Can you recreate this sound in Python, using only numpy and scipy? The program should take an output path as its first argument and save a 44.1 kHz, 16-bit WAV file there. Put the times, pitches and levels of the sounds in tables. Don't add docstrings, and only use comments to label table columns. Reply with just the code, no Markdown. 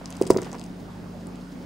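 import sys
import numpy as np
from scipy import signal
from scipy.fft import rfft, irfft
from scipy.io import wavfile
from scipy.ndimage import uniform_filter1d

SR = 44100
rng = np.random.default_rng(int(sys.argv[2]) if len(sys.argv) > 2 else 0)


def decibels_to_gain(level_db):
    exponent = np.asarray(level_db, float) / 20
    return 10 ** exponent


def dump_mix(stems):
    frames = np.atleast_2d(stems).T
    limited = np.clip(frames, -1, 1)
    pcm = np.round(limited * 32767).astype(np.int16)
    wavfile.write(sys.argv[1], SR, pcm)


N = 72765

# pitch_hz, level_db, waver_hz
HUM_TONES = [(49.7, -52, 0.13), (99.74, -53.5, 0.5), (146, -52.5, 1.85), (179.7, -43, 0.29),
             (235.9, -49.5, 5.05), (268, -54, 4.66), (294.4, -54.5, 4.87)]
# time_s, level_db
MAINS_BEAT = [(0, -11), (.06, 1), (.36, 10), (.46, -7), (.8, 5), (1.06, 5.5), (1.3, 3.5), (1.54, -18),
              (1.65, 5)]
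# pitch_hz, level_db
BUZZ_SPECTRUM = [(1500, -100), (2900, -92), (4500, -84), (7000, -91), (8700, -107), (11000, -99.5),
                 (14000, -105)]
# pitch_hz, level_db
AIR_SPECTRUM = [(25, -20), (70, -15.5), (160, -2.5), (250, -2), (420, -9), (900, -14.5), (1500, -22),
                (3000, -45)]
# pitch_hz, level_db
HISS_SPECTRUM = [(500, -7), (2000, 9), (4500, 2.5), (7500, -3.5), (10000, -5.5), (12000, -21), (14000, -45),
                 (15700, -27)]
# pitch_hz, likeness_ratio
PORT_LIKENESS = [(60, 0.57), (150, 0.82), (380, 0.73), (950, 0.44), (2380, 0.25), (5980, 0.41),
                 (15000, 0.39)]
# pitch_hz, left_over_right_db
DIFFUSE_LEAN = [(60, -11), (150, 2.5), (380, -2.5), (950, -3.5), (2380, -1), (5980, 0), (15000, -2)]
# time_s, level_db
SLIDE_LEVEL = [(0, -55.5), (.205, -48), (.23, -46.5), (.31, -52), (.45, -46.5), (.57, -52.5), (0.678, -62),
               (0.899, -69), (1.65, -67)]
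# pitch_hz, level_db
SLIDE_SPECTRUM = [(200, -9), (500, -0.5), (1000, 0), (2500, -9.5), (5000, -17.5), (9000, -21), (14000, -32)]
# start_s, peak_db, ring_hz
EDGE_SCUFFS = [(.013, -30.5, 568), (.344, -24, 620), (.385, -32, 1650), (.4645, -29.5, 516),
               (.4675, -29.5, 848), (.5285, -32.5, 790), (.534, -35, 1005), (.5385, -40, 694),
               (.543, -36, 517), (.5515, -41.5, 1040), (.5455, -29, 832), (.5495, -34.5, 910),
               (.554, -34, 696), (.562, -31, 480)]
# start_s, belly_db, ring_db, flank_db, tip_db
BEAD_STRIKES = [(0.0579, -43.5, -35, -36, -44.5), (0.0779, -65, -55, -53, -56),
                (0.1049, -43, -48, -35.5, -37), (0.1124, -54, -53, -47, -50),
                (0.1259, -44, -52, -38, -45.5), (0.1537, -51, -50.5, -50.5, -53.5),
                (0.1573, -58, -50, -66, -61), (0.1673, -58, -46, -49, -47), (0.1704, -46, -46, -45, -47),
                (0.2151, -44, -40, -44, -41), (0.2229, -34.5, -35, -33.5, -33.5),
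                (0.2309, -62, -65, -50, -50), (0.2336, -62, -52, -47, -49), (0.2532, -53, -44, -48, -62),
                (0.267, -39, -38, -42, -45), (0.2698, -38.5, -40, -36, -40),
                (0.2751, -46, -35.5, -41, -37), (0.2806, -62, -62, -56, -54),
                (0.2833, -61, -63, -59, -57), (0.3001, -47, -37, -41, -36),
                (0.3045, -28.5, -40, -32, -26), (0.3067, -38, -23.5, -25.5, -25),
                (0.3124, -37.5, -34.5, -35, -33.5), (0.3337, -52, -60, -39, -40),
                (0.3729, -35, -30.5, -30, -40), (0.3752, -47, -44, -42, -46),
                (0.3879, -43, -51, -51, -54),
                (0.4182, -53, -43, -43, -40), (0.428, -48, -47, -42, -60), (0.4323, -41, -45, -40, -46),
                  (0.446, -46, -45, -50, -51), (0.4535, -60, -49, -51, -51), (0.4564, -50, -52, -62, -61),
                  (0.4705, -45, -58, -62, -66), (0.477, -50, -57, -58, -62), (0.4972, -45, -52, -63, -64),
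                  (0.5168, -53, -48, -39, -54), (0.5299, -50, -57, -34, -48), (0.5313, -48, -55, -48, -59),
                  (0.538, -53, -51, -49, -59), (0.5512, -57, -49, -48, -61), (0.5837, -49, -43, -48, -56),
                  (0.5884, -62, -50, -53, -57.5), (0.5959, -52, -41, -37, -46),
                  (0.6077, -59, -49, -45, -56), (0.6144, -42, -46, -48, -50), (0.6295, -55, -55, -65, -64),
                  (0.6392, -51, -46, -44, -45), (0.6417, -47, -48, -54, -47),
                  (0.6552, -67.5, -62, -58.5, -59), (0.6631, -62, -50, -46, -55),
                  (0.6963, -64, -54, -62, -65), (1.27, -62, -61, -68, -43.5),
                  (1.3573, -50, -56, -62, -53.5)]
# pitch_hz, level_db, t60_s
SHELL_MODES = [(2790, -4.5, 0.0033), (3840, -2.5, 0.0018), (4960, -3.5, 0.0043), (6250, -3, 0.0023),
               (7720, -2.5, 0.0031), (8560, -2.5, 0.0027), (9630, -5.5, 0.0023), (10900, -13.5, 0.0028)]
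SHELL_PART_HZ = [3900, 4960, 6300, 8400]
# start_s, peak_db, hardness_db, hollow_ring_db
LANDINGS = [(0.213, -8, -4, -8), (0.2188, -26, 3.5, 0), (0.2338, -29, 6, 4), (0.2543, -32, -5, 0),
            (0.2652, -29, -5, 0), (0.3024, -0.5, 1.5, 6.5), (.308, -21.5, 4, -4), (0.3517, -24, 0.5, 10),
            (0.3626, -11, 0.5, 2), (0.3672, -29, 0, 3), (0.3839, -19.5, 7, 2.5), (.397, -29.5, -4, 2),
            (0.4223, -26.5, 7.5, 0), (0.5294, -33, 5, 0)]
# pitch_hz, level_db, t60_s, signed_gain_ratio
BOARD_MODES = [(210, -20, 0.11, -0.83), (382.5, 3.5, 0.024, 0.98), (523, -25.5, 0.019, -4.5),
               (620, -14.5, 0.056, 0.91), (658, -24, 0.031, 0.55), (965, -15.5, 0.026, -0.5),
               (1330, -23.5, 0.016, 0.94), (2035, -23, 0.0069, 1.5)]
# centre_s, length_s, level_db, centre_hz
FUR_RUSTLES = [
    (0.803, 0.023, -57.5, 4800),
    (1.21, 0.035, -58, 3820),
    (1.414, 0.061, -60, 4300),
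    (1.524, 0.028, -57, 4200),
    (1.624, 0.041, -59, 4000),
]
# pitch_hz, t60_s
ROOM_DECAY = [(120, 0.98), (300, 0.32), (800, 0.14), (2000, 0.074), (5000, 0.13), (10000, 0.21)]
# pitch_hz, level_db
ROOM_COLOUR = [(120, 3.5), (230, -4), (390, -5.5), (650, 0.5), (2000, 10.5), (10000, -5)]
# pitch_hz, left_over_right_db
KNOCK_DIRECTION = [(300, -1.3), (600, -3.1), (1200, -0.86), (2500, 0.7)]
# pitch_hz, left_over_right_db
BEAD_DIRECTION = [(3000, 3), (5500, 6.5), (7500, 1), (9000, 2)]


def evened(x):
    return x / np.sqrt(np.mean(x ** 2) + 1e-20)


def read(points, hz):
    f, value = np.transpose(points)
    return np.interp(np.log(hz + 1), np.log(f + 1), value)


def add(mix, start_s, sound):
    part = mix[round(start_s * SR):][:len(sound)]
    part += sound[:len(part)]


def ports_likeness(hz):
    return np.clip(read(PORT_LIKENESS, hz), 0, 1)[:, None]


def diffuse_noise(spectrum, patch_db):
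    hz = np.fft.rfftfreq(1024, 1 / SR)
    a, b, c, d, patches = rng.standard_normal((N // 256 + 5, 513, 5)).T
    patches = uniform_filter1d(patches, size=12, axis=0)
    patches = evened(uniform_filter1d(patches, size=10, axis=1))
    same = ports_likeness(hz)
    lean = decibels_to_gain(read(DIFFUSE_LEAN, hz) / 2)[:, None]
    left = a + 1j * b
    right = same * left + np.sqrt(1 - same ** 2) * (c + 1j * d)
    colour = decibels_to_gain(read(spectrum, hz)[:, None] + patch_db * patches)
    z = np.array([left * lean, right / lean]) * colour
    return evened(signal.istft(z, nperseg=1024, noverlap=768)[1][:, :N])


def room(x):
    taps = np.zeros((3, SR // 2))
    at = np.arange(200, SR // 2 - 20, 20) + rng.integers(0, 20, (3, (SR // 2 - 201) // 20))
    np.put_along_axis(taps, at, rng.choice([-1., 1.], at.shape), 1)
    hz, t, z = signal.stft(taps, SR, nperseg=256)
    same = ports_likeness(hz)
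    z = np.sqrt(same) * z[2] + np.sqrt(1 - same) * z[:2]
    z = z * decibels_to_gain(read(ROOM_COLOUR, hz)[:, None] - 60 * t / read(ROOM_DECAY, hz)[:, None])
    tail = signal.istft(z, SR, nperseg=256)[1]
    return signal.fftconvolve(x[None], tail / np.linalg.norm(tail[0]), axes=1)[:, :N]


def placed(x, direction, wet_db):
    half_db = read(direction, np.fft.rfftfreq(N, 1 / SR)) / 2
    direct = irfft(rfft(x) * decibels_to_gain(np.array([half_db, -half_db])), N)
    return direct + decibels_to_gain(wet_db) * room(x)


def hum():
    t, out = np.arange(N) / SR, np.zeros(N)
    rates_hz = np.geomspace(.5, 6, 8)[:, None]
    for k, (hz, level_db, waver_hz) in enumerate(HUM_TONES):
        starts = rng.random((2, 8, 1))
        bend, swell = [evened(np.sin(2 * np.pi * (rates_hz * t + p)).sum(0)) for p in starts]
        turns = hz * t + np.cumsum(waver_hz * bend) / SR + rng.random()
        level = level_db + .5 * waver_hz * swell
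        if k == 1:
            level = level + np.interp(t, *np.transpose(MAINS_BEAT))
        out += np.sqrt(2) * decibels_to_gain(level) * np.sin(2 * np.pi * turns)
    return out


def buzz():
    bins, field_hz = np.zeros(SR // 2 + 1, complex), 50
    hz = np.arange(field_hz, SR // 2, field_hz)
    level = decibels_to_gain(read(BUZZ_SPECTRUM, hz) + 4.5 * rng.standard_normal(len(hz)))
    bins[hz] = level * np.exp(2j * np.pi * rng.random(len(hz)))
    return np.tile(irfft(bins) * SR / np.sqrt(2), 2)[:N]


def air():
    return decibels_to_gain(-42.5) * diffuse_noise(AIR_SPECTRUM, 2)


def hiss():
    return decibels_to_gain(-57.5) * diffuse_noise(HISS_SPECTRUM, 1.3)


def slide():
    grain = decibels_to_gain(3.0 * evened(uniform_filter1d(rng.standard_normal(N), size=100)))
    level = decibels_to_gain(np.interp(np.arange(N) / SR, *np.transpose(SLIDE_LEVEL)))
    return level * evened(grain) * diffuse_noise(SLIDE_SPECTRUM, 0.91)


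def scuffs():
    out, t = np.zeros(N), np.arange(9000) / SR
    t60_s, rise_s, rough = 0.027, 0.00024, .18
    upper_ratio, upper_db = 2.4, -12.5
    for start_s, peak_db, ring_hz in EDGE_SCUFFS:
        jitter = evened(uniform_filter1d(rng.standard_normal(len(t)), size=40))
        turns = np.cumsum(ring_hz * (1 + rough * jitter)) / SR
        ring = np.sin(2 * np.pi * turns) + decibels_to_gain(upper_db) * np.sin(2 * np.pi * upper_ratio * turns)
        add(out, start_s, decibels_to_gain(peak_db - 60 * t / t60_s) * (1 - np.exp(-t / rise_s)) * ring)
    return out


def beads():
    out, t = np.zeros(N), np.arange(500) / SR
    bead_db, rise_s, chatter_s = 12, .00005, .0003
    pitch_spread, colour_db = .022, 1.5
    hz, mode_db, t60_s = np.transpose(SHELL_MODES)[..., None]
    rows = BEAD_STRIKES
    chances = rng.uniform(-1.04, 1, (len(rows), 3, len(SHELL_MODES), 1))
    for (start_s, *parts_db), (detune, colour, delay) in zip(rows, chances):
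        late = np.maximum(t - chatter_s * (1 + delay) / 2, 0)
        strike_db = mode_db + colour_db * colour + np.interp(hz, SHELL_PART_HZ, parts_db)
        envelope = (1 - np.exp(-late / rise_s)) * decibels_to_gain(strike_db - 60 * late / t60_s)
        ring = envelope * np.sin(2 * np.pi * hz * (1 + pitch_spread * detune) * late)
        add(out, start_s - chatter_s / 2, decibels_to_gain(bead_db) * ring.sum(0))
    return signal.sosfilt(signal.butter(3, [2200, 14000], "band", fs=SR, output="sos"), out)


def knocks():
    out, t = np.zeros(N), np.arange(9000) / SR
    press_s, knock_db, hard_hz = 0.00094, 3, 450
    damp_after_s, damp_s, damp_db = 0.0094, 0.00044, -9
    joist_hz, joist_db, joist_t60_s, joist_rise_s = 136.7, -20, 0.18, 0.028
    hz, mode_db, t60_s, sign = np.transpose(BOARD_MODES)[..., None]
    hollow = (np.arange(len(BOARD_MODES)) == 5)[:, None]
    muffle = decibels_to_gain(damp_db * np.clip((t - damp_after_s) / damp_s, 0, 1))
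    shape = (1 - np.exp(-(t / press_s) ** 2)) * muffle
    joist = (1 - np.exp(-t / joist_rise_s)) * decibels_to_gain(joist_db - 60 * t / joist_t60_s)
    joist = joist * np.sin(2 * np.pi * joist_hz * t)
    for start_s, peak_db, hard_db, hollow_db in LANDINGS:
        strike_db = mode_db + hollow_db * hollow + hard_db * np.log2(hz / hard_hz)
        ring = sign * decibels_to_gain(strike_db - 60 * t / t60_s) * np.sin(2 * np.pi * hz * t)
        add(out, start_s, decibels_to_gain(peak_db + knock_db) * (shape * ring.sum(0) + decibels_to_gain(peak_db) * joist))
    return out


def jolt():
    out, t = np.zeros(N), np.arange(9000) / SR
    hardest = max(LANDINGS, key=lambda row: row[1])
    add(out, hardest[0], decibels_to_gain(-32 - 60 * t / 0.11) * np.sin(2 * np.pi * 32 * t))
    return out


def rustles():
    out, width = np.zeros(N), 0.26
    for centre_s, length_s, level_db, hz in FUR_RUSTLES:
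        band = signal.butter(1, [hz * (1 - width), hz * (1 + width)], "band", fs=SR)
        puff = evened(signal.lfilter(*band, rng.standard_normal(SR // 5)))[:round(length_s * SR)]
        add(out, centre_s - length_s / 2, decibels_to_gain(level_db) * np.hanning(len(puff)) * puff)
    return out


def scene():
    background = hum() + buzz() + air() + hiss()
    low_cut = signal.butter(2, 112, "high", fs=SR, output="sos")
    body = signal.sosfilt(low_cut, scuffs() + knocks())
    toy = placed(body, KNOCK_DIRECTION, -13.5) + placed(beads(), BEAD_DIRECTION, -12.5)
    return background + slide() + toy + jolt() + rustles()


def gate(x):
    hz, t, z = signal.stft(x, SR, nperseg=1024)
    power = uniform_filter1d((abs(z) ** 2).mean(0), size=5, axis=0)
    power = uniform_filter1d(power, size=3, axis=1)
    usual = np.median(power, axis=1)[:, None]
    weak = (power < decibels_to_gain(2 * -1.8) * usual) & (hz[:, None] > 12800)
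    return signal.istft(z * decibels_to_gain(-25 * weak), SR, nperseg=1024)[1][:, :N]


def low_pass(x):
    return signal.sosfilt(signal.butter(12, 17060, fs=SR, output="sos"), x)


def record(dry):
    bend, ceiling = .04, 1.08
    fold_hz, fold_db, edge_hz = 16000, -35.5, 15745
    bent = ceiling * np.tanh(np.sinh(dry + bend * dry ** 2) / ceiling)
    mirror = decibels_to_gain(fold_db) * 2 * np.cos(2 * np.pi * fold_hz * np.arange(N) / SR)
    folded = bent * (1 + mirror)
    band_edge = signal.firwin(2047, edge_hz, window=("kaiser", 9), fs=SR)
    mix = gate(signal.oaconvolve(folded, band_edge[None], "same"))
    return low_pass(mix)


dry = scene()
out = record(dry)
dump_mix(out)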